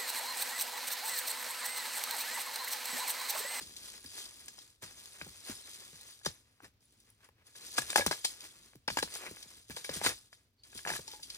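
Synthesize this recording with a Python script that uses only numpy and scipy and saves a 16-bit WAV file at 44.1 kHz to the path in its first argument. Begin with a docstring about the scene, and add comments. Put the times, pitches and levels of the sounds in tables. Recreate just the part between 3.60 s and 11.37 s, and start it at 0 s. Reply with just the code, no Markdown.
"""On a wooded slope, someone digs by hand with a small tool, some metres from two microphones.
The tool knocks on stones and roots and rings briefly. Dry leaves and twigs snap, grit ticks, and thuds
run through the ground. Thousands of tiny clicks make the rustle of leaves and crumbling soil.
Tree trunks scatter a little of it over the quiet of the wood, with one faint, far chirp."""
import sys
import numpy as np
from scipy import signal
from scipy.fft import rfft, irfft, next_fast_len
from scipy.io import wavfile
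from scipy.ndimage import uniform_filter1d

SR = 44100
rng = np.random.default_rng(int(sys.argv[2]) if len(sys.argv) > 2 else 0)


def wav_record(signal):
    """Record a signal, one row per channel, as 16-bit PCM in the file named by sys.argv[1]."""
    frames = np.transpose(np.atleast_2d(signal))
    bounded = np.clip(frames, -1, 1)
    # unit amplitude maps onto the largest positive 16-bit level
    quanta = np.round(bounded * 32767).astype(np.int16)
    wavfile.write(sys.argv[1], SR, quanta)


N = 342657
HZ = np.fft.rfftfreq(next_fast_len(N), 1 / SR)


# The notes of tool and stones: pitch_hz, level_db, fade_s (a fade is the time to drop 60 dB)
TOOL_NOTES = [(385, -10, 0.011), (556, -2, 0.045), (860, -2.5, 0.13), (953, 1.5, 0.035), (1146, -3, 0.012),
              (1650, 3.5, 0.065), (1717, 2.5, .065), (2030, 1.5, .03), (2260, 4.5, 0.02), (2530, 3, 0.03),
              (2900, 5, 0.025), (3450, -18, 0.018)]
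# Blows of the tool: start_s, level_db (before muffling), pitch_hz, ring_factor (low where soil grips)
KNOCKS = [(0.445, -45, 1200, .4), (0.579, -40, 1570, .3), (0.882, -37, 1570, .6), (0.983, -44, 826, .2),
          (1.222, -40, 900, .3), (1.236, -41, 1620, .4), (1.613, -24.5, 2070, .4), (1.666, -44, 401, .4),
          (1.884, -38, 1650, .4), (1.92, -39, 2020, .4), (2.076, -42, 2020, .4), (2.613, -52, 1640, .3),
          (2.65, -39, 1780, .3), (2.663, -17, 800, .2), (3.003, -43, 1100, .3), (3.043, -45, 1790, .3),
          (3.606, -55, 2200, .4), (3.633, -56, 1650, .3), (3.689, -47, 1100, .4), (3.953, -45, 1810, .3),
          (4.182, -12, 2110, .6), (4.186, -19, 900, .3), (4.219, -29, 1630, .3), (4.301, -25, 2270, .4),
          (4.329, -28, 2290, .4), (4.358, -7, 1000, .35), (4.379, -17, 748, .3), (4.382, -15, 1680, .9),
          (4.394, -17, 556, 1.1), (4.408, -21, 1650, 1.2), (4.42, -26, 556, .8), (4.463, -15, 1200, .3),
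          (4.478, -24, 1650, .5), (4.511, -14, 1620, .4), (4.514, -20, 600, .4), (4.526, -22.5, 1610, .6),
          (4.645, -26, 2140, .4), (4.65, -28, 850, .35), (5.133, -45, 2270, .5), (5.28, -20, 900, .25),
          (5.284, -22, 2550, 1.2), (5.301, -25, 1460, .25), (5.371, -15, 1200, .5), (5.386, -20, 1600, .9),
          (5.427, -19, 670, .3), (5.476, -38, 2230, .5), (5.557, -31.5, 1580, .5), (5.636, -36, 760, .4),
          (5.67, -31, 2320, .5), (5.768, -39, 2310, .5), (6.104, -36, 1600, .4), (6.112, -38, 2050, 1.6),
          (6.168, -30, 934, .5), (6.246, -29, 2240, .6), (6.292, -25, 500, .4), (6.414, -21, 930, .9),
          (6.447, -23, 870, .6), (6.463, -11, 1050, .4), (6.467, -17, 2200, .6), (6.496, -30, 2080, .3),
          (6.728, -39, 2300, .3), (7.129, -41, 1730, .4), (7.19, -33.5, 2310, .6), (7.25, -25.5, 1730, .3),
          (7.263, -25.5, 934, .3), (7.273, -19, 1800, .4), (7.281, -24, 2030, .4), (7.291, -21, 2030, .4),
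          (7.301, -20.5, 1100, .4), (7.317, -27, 905, .3), (7.335, -28.5, 2350, .5), (7.353, -36, 830, 1.2),
          (7.361, -32, 1770, .3), (7.393, -33, 476, .4), (7.479, -43, 830, 1.1), (7.534, -40, 830, 1.5),
          (7.595, -47, 830, 1.2)]

def knocks():
    """A blow and a short rattle ring the tool; notes near the blow's pitch ring loudest and longest."""
    out, t = np.zeros(N), np.arange(int(.2 * SR)) / SR
    for start_s, level_db, pitch_hz, ring_factor in KNOCKS:
        contact = rng.standard_normal(len(t)) * fade(t, fade_s=.021, rise_s=.0011)  # the rattle
        contact[int(.001 * SR)] += 3.5  # the blow
        ringing = 0
        for note_hz, note_db, fade_s in TOOL_NOTES:
            detune, luck = rng.standard_normal(2)
            octaves_away = abs(np.log2(note_hz / pitch_hz))
            gain = undb(note_db + 2.2 * luck - 11 * octaves_away)
            ring_s = max(ring_factor, .1) * fade_s / (1 + 1.6 * octaves_away)
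            ringing += gain * ring(contact, note_hz * (1 + .022 * detune), ring_s)
        knock = peak_to_one(ringing) + .1 * contact  # packed earth answers without a pitch
        add(out, start_s, undb(level_db + 1.7) * peak_to_one(knock))
    muffle = 1 / (1 + 1j * HZ / 3500) ** 2  # soil around the blade dulls the highs
    thin = 1 / (1 - 1j * 380 / (HZ + 1)) ** 2  # the tool is too small to give off bass
    return shape(out, muffle * thin)


# The tone of dry leaves, of crumbling soil and of the ground's rumble: pitch_hz, level_db
LEAF_TONE = [(1200, -29), (2500, -9), (3500, -1.2), (5400, -1.5), (8000, 1), (10000, -5), (11200, -6),
             (12200, -13), (13300, -9.5), (15000, -11), (16000, -26)]
SOIL_TONE = [(150, -23), (350, 3), (700, 0), (1100, 1.5), (1650, 4), (2600, 3), (3600, -10), (6000, -22)]
GROUND_TONE = [(25, -35), (45, 6.5), (100, -7.5), (220, -1), (350, -4), (700, -21.5)]

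def rustle(leaf_gain, soil_gain, ground_gain):
    """Leaves, pebbles and crumbs of soil make crowds of tiny clicks, and the ground rumbles below."""
    flurry = wander(30)
    leaves = leaf_gain * undb(1.2 * flurry) * colour(grains(2200, 1.7, 1.5, 90), LEAF_TONE)
    stones = leaf_gain * undb(-5) * pebbles()
    crumbs = grains(4000, 1.8, 2.2, 60)
    singing = undb(-12) * blade(leaves, pitch_hz=5500)
    soil = soil_gain * undb(3.05 * flurry) * colour(crumbs, SOIL_TONE)
    rumble = ground_gain * colour(grains(300, 1.0, 1.9, 7.7), GROUND_TONE)
    return leaves + singing + stones + soil + rumble


# Strokes through fallen leaves, which trickle on until the release:
# start_s, release_s, first_leaf_db, last_leaf_db, soil_db, ground_db
STROKES = [(0, 1.03, -58, -59, -68, -70), (1.225, 2.47, -58, -58, -67, -72),
           (2.66, 2.73, -58, -62, -65, -76), (3.2, 3.5, -74, -73, -83, -79),
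           (3.95, 5.06, -62, -63, -69, -73), (5.28, 5.98, -54, -59, -65, -70),
           (6.095, 6.54, -62, -54, -68, -70), (7.03, 7.77, -65, -61, -72, -71)]
# Handfuls of leaf and soil pushed at once: loudest_s, leaf_db, soil_db, rise_s (to climb 20 dB), fade_s
SCRAPES = [(0.01, -49, -59, .02, .45), (0.28, -50, -59, .15, .7), (0.59, -45, -55, .15, .4),
           (1.23, -47, -52, .015, .2), (1.9, -46, -53, .1, .5), (2.16, -56, -67, .3, 1),
           (2.52, -58, -68, .1, .5), (2.66, -48, -52, .02, .3), (2.95, -78, -80, .4, .6),
           (3.05, -62, -61, .06, .15), (3.5, -78, -74, .1, .3), (3.62, -70, -70, .03, .3),
           (3.65, -69, -68, .07, .22), (3.8, -84, -74, .1, .4), (3.87, -64, -71, .03, .4),
           (3.96, -53, -65, .02, .17), (4.05, -50, -61, .08, .6), (4.14, -50, -62, .15, .5),
           (4.186, -34, -41, .03, .1), (4.22, -42, -50, .03, .2), (4.305, -40, -50, .05, .3),
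           (4.375, -31, -44, .03, .2), (4.48, -43, -52, .06, .1), (4.52, -38, -48, .02, .17),
           (4.6, -53, -62, .2, .5), (4.65, -39, -58, .015, .2), (4.7, -50, -61, .05, .4),
           (4.85, -51, -57, .1, .25), (5.3, -45, -62, .008, .3), (5.39, -35, -51, .015, .06),
           (5.43, -40, -56, .02, .1), (5.56, -44, -51, .08, .25), (5.665, -54, -49, .1, .15),
           (6.12, -49, -59, .04, .12), (6.17, -47, -56, .04, .25), (6.25, -44, -64, .02, .13),
           (6.31, -51, -50, .04, .3), (6.345, -40, -46, .04, .12), (6.372, -38, -44, .05, .1),
           (6.445, -34, -41, .03, .15), (6.465, -32, -35, .02, .18), (6.495, -41, -46, .03, .15),
           (6.73, -63, -70, .02, .35), (7.18, -49, -59, .07, .3), (7.29, -43, -52, .05, .5),
           (7.36, -42, -48, .08, .2), (7.49, -53, -67, .04, .3), (7.54, -53, -66, .03, .3),
           (7.64, -53, -70, .04, .3), (7.7, -53, -63, .04, .5)]

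def digging():
    """How loud leaf, soil and ground are: strokes start sharply, hold and die; scrapes swell on top."""
    attack_s, release_db_per_s = .02, 120
    t = np.arange(N) / SR
    power = np.zeros((3, N))
    power[2] = undb(-84) ** 2  # the ground is never quite still
    for start_s, release_s, first_db, last_db, soil_db, ground_db in STROKES:
        attack = np.clip((t - start_s) / attack_s, 0, 1)
        release = undb(-release_db_per_s * np.maximum(t - release_s, 0))
        drift_db = np.interp(t, [start_s, release_s], [-.5, .5]) * (last_db - first_db)
        gains = undb([[(first_db + last_db) / 2], [soil_db], [ground_db]])
        power += (attack * release * undb(drift_db) * gains) ** 2
    for loudest_s, leaf_db, soil_db, rise_s, fade_s in SCRAPES:
        age_s = t - loudest_s
        swell = undb(np.where(age_s < 0, 20 * age_s / rise_s, -60 * age_s / fade_s))
        power += (swell * undb([[leaf_db], [soil_db], [soil_db - 16]])) ** 2
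    return np.sqrt(power)


# Leaves and twigs breaking: start_s, level_db (before muffling), pitch_hz
SNAPS = [(0.1648, -39, 7000), (0.46, -44, 4570), (0.5776, -45, 6960), (0.6539, -44, 5360),
         (0.881, -38, 8430), (0.9872, -47, 5430), (1.4721, -52, 5430), (1.6185, -46, 5990),
         (1.8831, -44, 9230), (2.4105, -47, 9900), (2.633, -50, 8000), (2.648, -33, 8500),
         (2.659, -27, 6300), (3.044, -51, 5730), (3.4017, -60, 9780), (3.644, -58, 10000),
         (3.8681, -53, 10000), (3.953, -56, 5060), (4.1784, -21, 8800), (4.3018, -30, 7710),
         (4.3585, -18, 10300), (4.378, -38, 5850), (4.463, -19.5, 10500), (4.5106, -27, 5300),
         (4.6465, -21, 9880), (4.65, -31, 4800), (4.805, -39.5, 10300), (5.2775, -30, 5470),
         (5.3022, -35, 5080), (5.371, -32, 6840), (5.4255, -30, 5120), (5.5385, -35, 10400),
         (5.8272, -44.5, 6360), (6.105, -46, 5310), (6.163, -39, 4770), (6.2437, -38.5, 4450),
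         (6.2926, -37, 5540), (6.338, -40, 5950), (6.4357, -35, 4100), (6.4485, -27, 4300),
         (6.4618, -25, 6690), (6.7294, -55, 4960), (7.034, -52, 4550), (7.148, -47, 10200),
         (7.174, -41.5, 6070), (7.2734, -33, 6700), (7.2988, -40, 6750), (7.478, -41.5, 5620),
         (7.5143, -44.5, 4640), (7.6297, -40, 4760), (7.7, -40, 5380), (7.7448, -42, 6750)]

def snaps():
    """Bits of leaf and grit crack and scatter over the blade."""
    out, t = np.zeros(N), np.arange(int(.3 * SR)) / SR
    bits = colour(grains(8300, 1.3, 1.9, 300), LEAF_TONE)
    # a sharp edge, a short body and a faint tail
    outline = undb(-1) * fade(t, .008, .0004) + undb(2.5) * fade(t, .034, .003)
    outline += undb(-22.5) * fade(t, .136, .003)
    for start_s, level_db, pitch_hz in SNAPS:
        brightness = np.clip(.3 * np.log2(pitch_hz / 6000), -.6, .7)  # small dry bits crack brighter
        crackle = signal.lfilter([1, -brightness], [1], piece(bits, start_s, len(t)))
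        crack = undb(level_db) * outline * crackle
        add(out, start_s, crack + undb(1.3) * blade(crack, pitch_hz))
    return shape(out, 1 / (1 + 1j * HZ / 12000) ** 2)  # the soil swallows the very top


# Bare ticks of twig and grit: start_s, level_db, pitch_hz
TICKS = [(0.1645, -37, 7530), (0.4434, -39, 5610), (0.8594, -39, 9730), (0.8819, -35, 8430),
         (1.2236, -38, 6800), (2.4114, -42, 9900), (2.4818, -45, 8580), (2.5072, -42, 11100),
         (2.5224, -44, 6100), (3.0244, -46, 3410), (3.2071, -57, 5260), (3.2266, -63, 10100),
         (3.24, -56, 9580), (3.2819, -62, 9760), (3.3238, -56, 10300), (3.3374, -55, 9570),
         (3.4017, -50, 9790), (3.4294, -58, 5780), (3.5019, -47, 10200), (3.6047, -56, 4030),
         (3.6301, -53, 3400), (3.6431, -53, 10000), (3.6885, -51, 2500), (3.8681, -46, 9990),
         (3.8774, -57, 4980), (4.4628, -20, 10400), (4.7486, -44, 10300), (5.3717, -24, 2590),
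         (5.4266, -27, 5120), (5.4745, -39, 5070), (5.5393, -31, 10400), (5.7119, -44, 6010),
         (5.7663, -41, 8380), (5.8272, -40, 6380), (6.099, -37, 2600), (6.4627, -17, 3760),
         (6.5794, -44, 4750), (7.1492, -40, 10100), (7.2904, -28, 6710), (7.5143, -38, 4600),
         (7.5314, -38, 5700)]

def ticks():
    """Each tick is a very short click, strongest near its own pitch, with a faint scatter behind it."""
    out, t = np.zeros(N), np.arange(int(.05 * SR)) / SR
    outline = fade(t, .005, .0002) + undb(-18) * fade(t, .03, .001)
    for start_s, level_db, pitch_hz in TICKS:
        burst = rng.standard_normal(len(t)) * outline
        click = np.diff(burst, prepend=0) + 3 * ring(burst, pitch_hz, fade_s=.003)
        add(out, start_s, undb(level_db + 1.2) * peak_to_one(click))
    return out


# Thuds in the ground: start_s, level_db, fade_s (each part of a thud takes its own multiple)
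THUDS = [(0.01, -54, 0.3), (0.446, -51, 0.21), (1.225, -49.5, 0.21), (1.613, -46, 0.2), (1.663, -50, 0.25),
         (1.894, -35, 0.1), (2.329, -54.5, 0.2), (2.663, -33, 0.12), (3.03, -58, 0.3), (4.182, -48, 0.45),
         (4.356, -45, 0.16), (4.384, -41, 0.22), (4.464, -23, 0.08), (4.514, -48, 0.12),
         (5.154, -43, 0.087), (5.278, -48, 0.15), (5.304, -47, 0.35), (5.374, -47, 0.2), (5.429, -45, 0.2),
         (5.679, -47.5, 0.079), (5.711, -44, 0.11), (5.857, -45.5, 0.05), (6.096, -49, 0.35),
         (6.293, -40, 0.15), (6.359, -39.5, 0.17), (6.414, -47, 0.16), (6.463, -45, 0.32),
         (6.499, -55, 0.17), (7.152, -50.5, 0.15), (7.252, -47, 0.16), (7.307, -46, 0.19),
         (7.339, -45, 0.11), (7.391, -36, 0.064)]

def thuds():
    """Soil carries low notes more slowly, so each thud slides down unevenly; loose clods rumble along."""
    out, t = np.zeros(N), np.arange(int(.3 * SR)) / SR
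    wobble = 1.7 * wander(100)
    clods = colour(grains(500, 2.0, 2.0, 40), GROUND_TONE)
    for start_s, level_db, fade_s in THUDS:
        pitch_hz = 52 + 2.1 * (1 + .16 * rng.standard_normal()) / (t + .003)
        phase = 2 * np.pi * np.cumsum(pitch_hz) / SR + piece(wobble, start_s, len(t))
        boom = np.sin(phase) * (fade(t, .35 * fade_s, .0033) + undb(-4) * fade(t, 1.2 * fade_s, .012))
        rumble = undb(-2) * piece(clods, start_s, len(t)) * fade(t, .6 * fade_s, .004)
        add(out, start_s - .001, undb(level_db - 1) * (boom + rumble))
    return out


# The high notes of the thin blade: pitch_hz, level_db, fade_s
BLADE_NOTES = [(4010, -7, 0.02), (4750, -4, 0.025), (5150, -4, .045), (5400, -3, 0.02), (5800, -6, 0.02),
               (6834, -7, 0.035), (7580, -6, .02), (10300, -8, .025)]

def blade(grit, pitch_hz):
    """Grit rings the blade, most near the given pitch; grip and soil shift the notes a bit each time."""
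    out = 0
    for note_hz, level_db, fade_s in BLADE_NOTES:
        octaves_away = abs(np.log2(note_hz / pitch_hz))
        shifted_hz = note_hz * (1 + .015 * rng.standard_normal())
        out += undb(level_db - 22 * octaves_away) * ring(grit, shifted_hz, fade_s)
    return out


def pebbles():
    """Small stones clink against each other, each size at its own pitch."""
    pitches_hz = np.geomspace(3200, 11500, 20)
    clinks = sum(ring(grains(25, 1.0, 2.5, 40), hz, fade_s=.03) for hz in pitches_hz)
    return clinks / np.sqrt(np.mean(clinks ** 2))


def trunks(sound):
    """Tree trunks send back a short blur of echoes, different on the left and right."""
    t = np.arange(int(.3 * SR)) / SR
    echoes = rng.standard_normal((2, len(t))) * fade(t, fade_s=.15, rise_s=.0014)
    echoes /= np.sqrt(np.sum(echoes ** 2, axis=1, keepdims=True))
    brighten = np.clip(HZ / 2500, .6, 1.4)
    return shape(sound, rfft(echoes, next_fast_len(N)) * brighten)


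# The tone of the wood's hush: pitch_hz, level_db
HUSH_TONE = [(18, -37.5), (30, -10.5), (112, -3), (161, -20), (245, -15.5), (303, -19), (844, -29.5),
             (4780, -31.5), (11100, -50.5), (12600, -39), (16000, -43)]

def quiet_wood():
    """A soft, wavering hush: left and right are alike in the lows and unlike in the highs."""
    shared, apart = rng.standard_normal((2, N))
    apart = shape(apart, np.clip(HZ / 1500, .2, 1))
    hush = colour(np.array([shared + apart, shared - apart]), HUSH_TONE)
    return undb(-73.5) * hush * undb(1.8 * wander(18))


def chirp(start_s=6.97, length_s=.07, pitch_hz=4500):
    """One faint, slightly rough chirp from the trees, perhaps a bird."""
    out, t = np.zeros(N), np.arange(int(length_s * SR)) / SR
    voice = ring(rng.standard_normal(len(t)), pitch_hz, fade_s=.015)
    add(out, start_s, undb(-73) * np.sin(np.pi * t / length_s) * voice / np.std(voice))
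    return out


# How far the left microphone leads the right: pitch_hz, lead_radians
LEFT_LEAD = [(0, 0), (1290, 1.7), (1980, 1.4), (5170, 4.4), (7670, 10.6), (8270, 9.5), (8960, 7.1),
             (10500, 6.0), (11500, 3.3), (12700, 3.0), (13200, 0.2), (14600, -0.1), (15200, -3.0),
             (16000, -3.2)]
# How much louder the left one is: pitch_hz, level_db
LEFT_BOOST = [(60, 2.0), (110, 2.0), (200, 1.5), (380, 2.0), (700, 3.5), (1290, 4.0), (2380, 0.5),
              (4400, 4.0), (8120, 0.5), (15000, 0.0)]

def from_the_left(sound):
    """At most pitches the digging reaches the left microphone first and louder."""
    lead_radians = np.interp(HZ, *np.transpose(LEFT_LEAD))
    left = undb(curve(LEFT_BOOST) / 2) * np.exp(.5j * lead_radians)
    return shape(sound, np.array([left, 1 / left]))


def undb(db):
    """Turn decibels into a gain to multiply by."""
    return 10 ** (np.asarray(db) / 20)


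def peak_to_one(sound):
    """Scale a sound so its biggest swing is 1."""
    return sound / np.max(np.abs(sound))


def curve(table):
    """Join a table's points to get a value at every pitch."""
    hz, value = np.transpose(table)
    return np.interp(np.log(HZ + 1), np.log(hz + 1), value)


def shape(sound, response):
    """Filter a sound, with one gain for each pitch."""
    return irfft(rfft(sound, next_fast_len(N)) * response, next_fast_len(N))[..., :N]


def colour(sound, tone):
    """Give a sound the table's tone and an average (rms) level of 1."""
    cepstrum = irfft(curve(tone) * np.log(10) / 20)
    cepstrum[1:len(cepstrum) // 2] *= 2  # folded so that nothing sounds before its click
    cepstrum[len(cepstrum) // 2:] = 0
    toned = shape(sound, np.exp(rfft(cepstrum)))
    return toned / np.sqrt(np.mean(toned ** 2))


def wander(steps_per_s):
    """Glide between random values, mostly within -1 to 1."""
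    step = max(int(SR / steps_per_s), 2)
    return uniform_filter1d(np.repeat(rng.standard_normal(N // step + 1), step), step)[:N]


def grains(clicks_per_s, spread_db, flicker_db, flickers_per_s):
    """Clicks at random moments, few large and many small, in uneven flurries."""
    out = np.zeros(N)
    hits = np.flatnonzero(rng.random(N) < clicks_per_s / SR)
    level_db = spread_db * rng.exponential(size=len(hits)) + flicker_db * wander(flickers_per_s)[hits]
    out[hits] = undb(level_db) * rng.standard_normal(len(hits))
    return out


def piece(sound, start_s, samples):
    """Take part of a sound, wrapping round at its end."""
    return np.roll(sound, -int(start_s * SR))[:samples]


def add(out, start_s, sound):
    """Mix a sound in at the given time."""
    i = max(int(start_s * SR), 0)
    out[i:i + len(sound)] += sound[:N - i]


def fade(t, fade_s, rise_s):
    """Rise smoothly and die away, 60 dB every fade_s."""
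    rise = np.sin(np.pi / 2 * np.clip(t / max(rise_s, .0002), 0, 1)) ** 2
    return rise * undb(-60 * t / max(fade_s, .004))


def ring(sound, pitch_hz, fade_s):
    """Let a sound set one note ringing."""
    decay, angle = np.exp(-np.log(1000) / (fade_s * SR)), 2 * np.pi * pitch_hz / SR
    gain = np.sqrt(1 - decay) * decay * np.sin(angle)
    return signal.lfilter([0, gain], [1, -2 * decay * np.cos(angle), decay * decay], sound)


def scene():
    """Digging to the left, more rustling straight ahead, and the wood all around."""
    gains = digging()
    dig = rustle(*gains) + knocks() + snaps() + ticks() + thuds()
    echoes = undb(-11) * trunks(dig)
    ahead = undb(-7) * rustle(*gains)
    return from_the_left(dig) + ahead + echoes + quiet_wood() + chirp()


def record(dry):
    """The camera cuts the deepest bass and the highest treble."""
    bass_cut = signal.butter(4, 42, "high", fs=SR, output="sos")
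    treble_cut = signal.ellip(10, .2, 80, 16200, fs=SR, output="sos")
    return signal.sosfilt(treble_cut, signal.sosfilt(bass_cut, dry))


dry = scene()
out = record(dry)
wav_record(out)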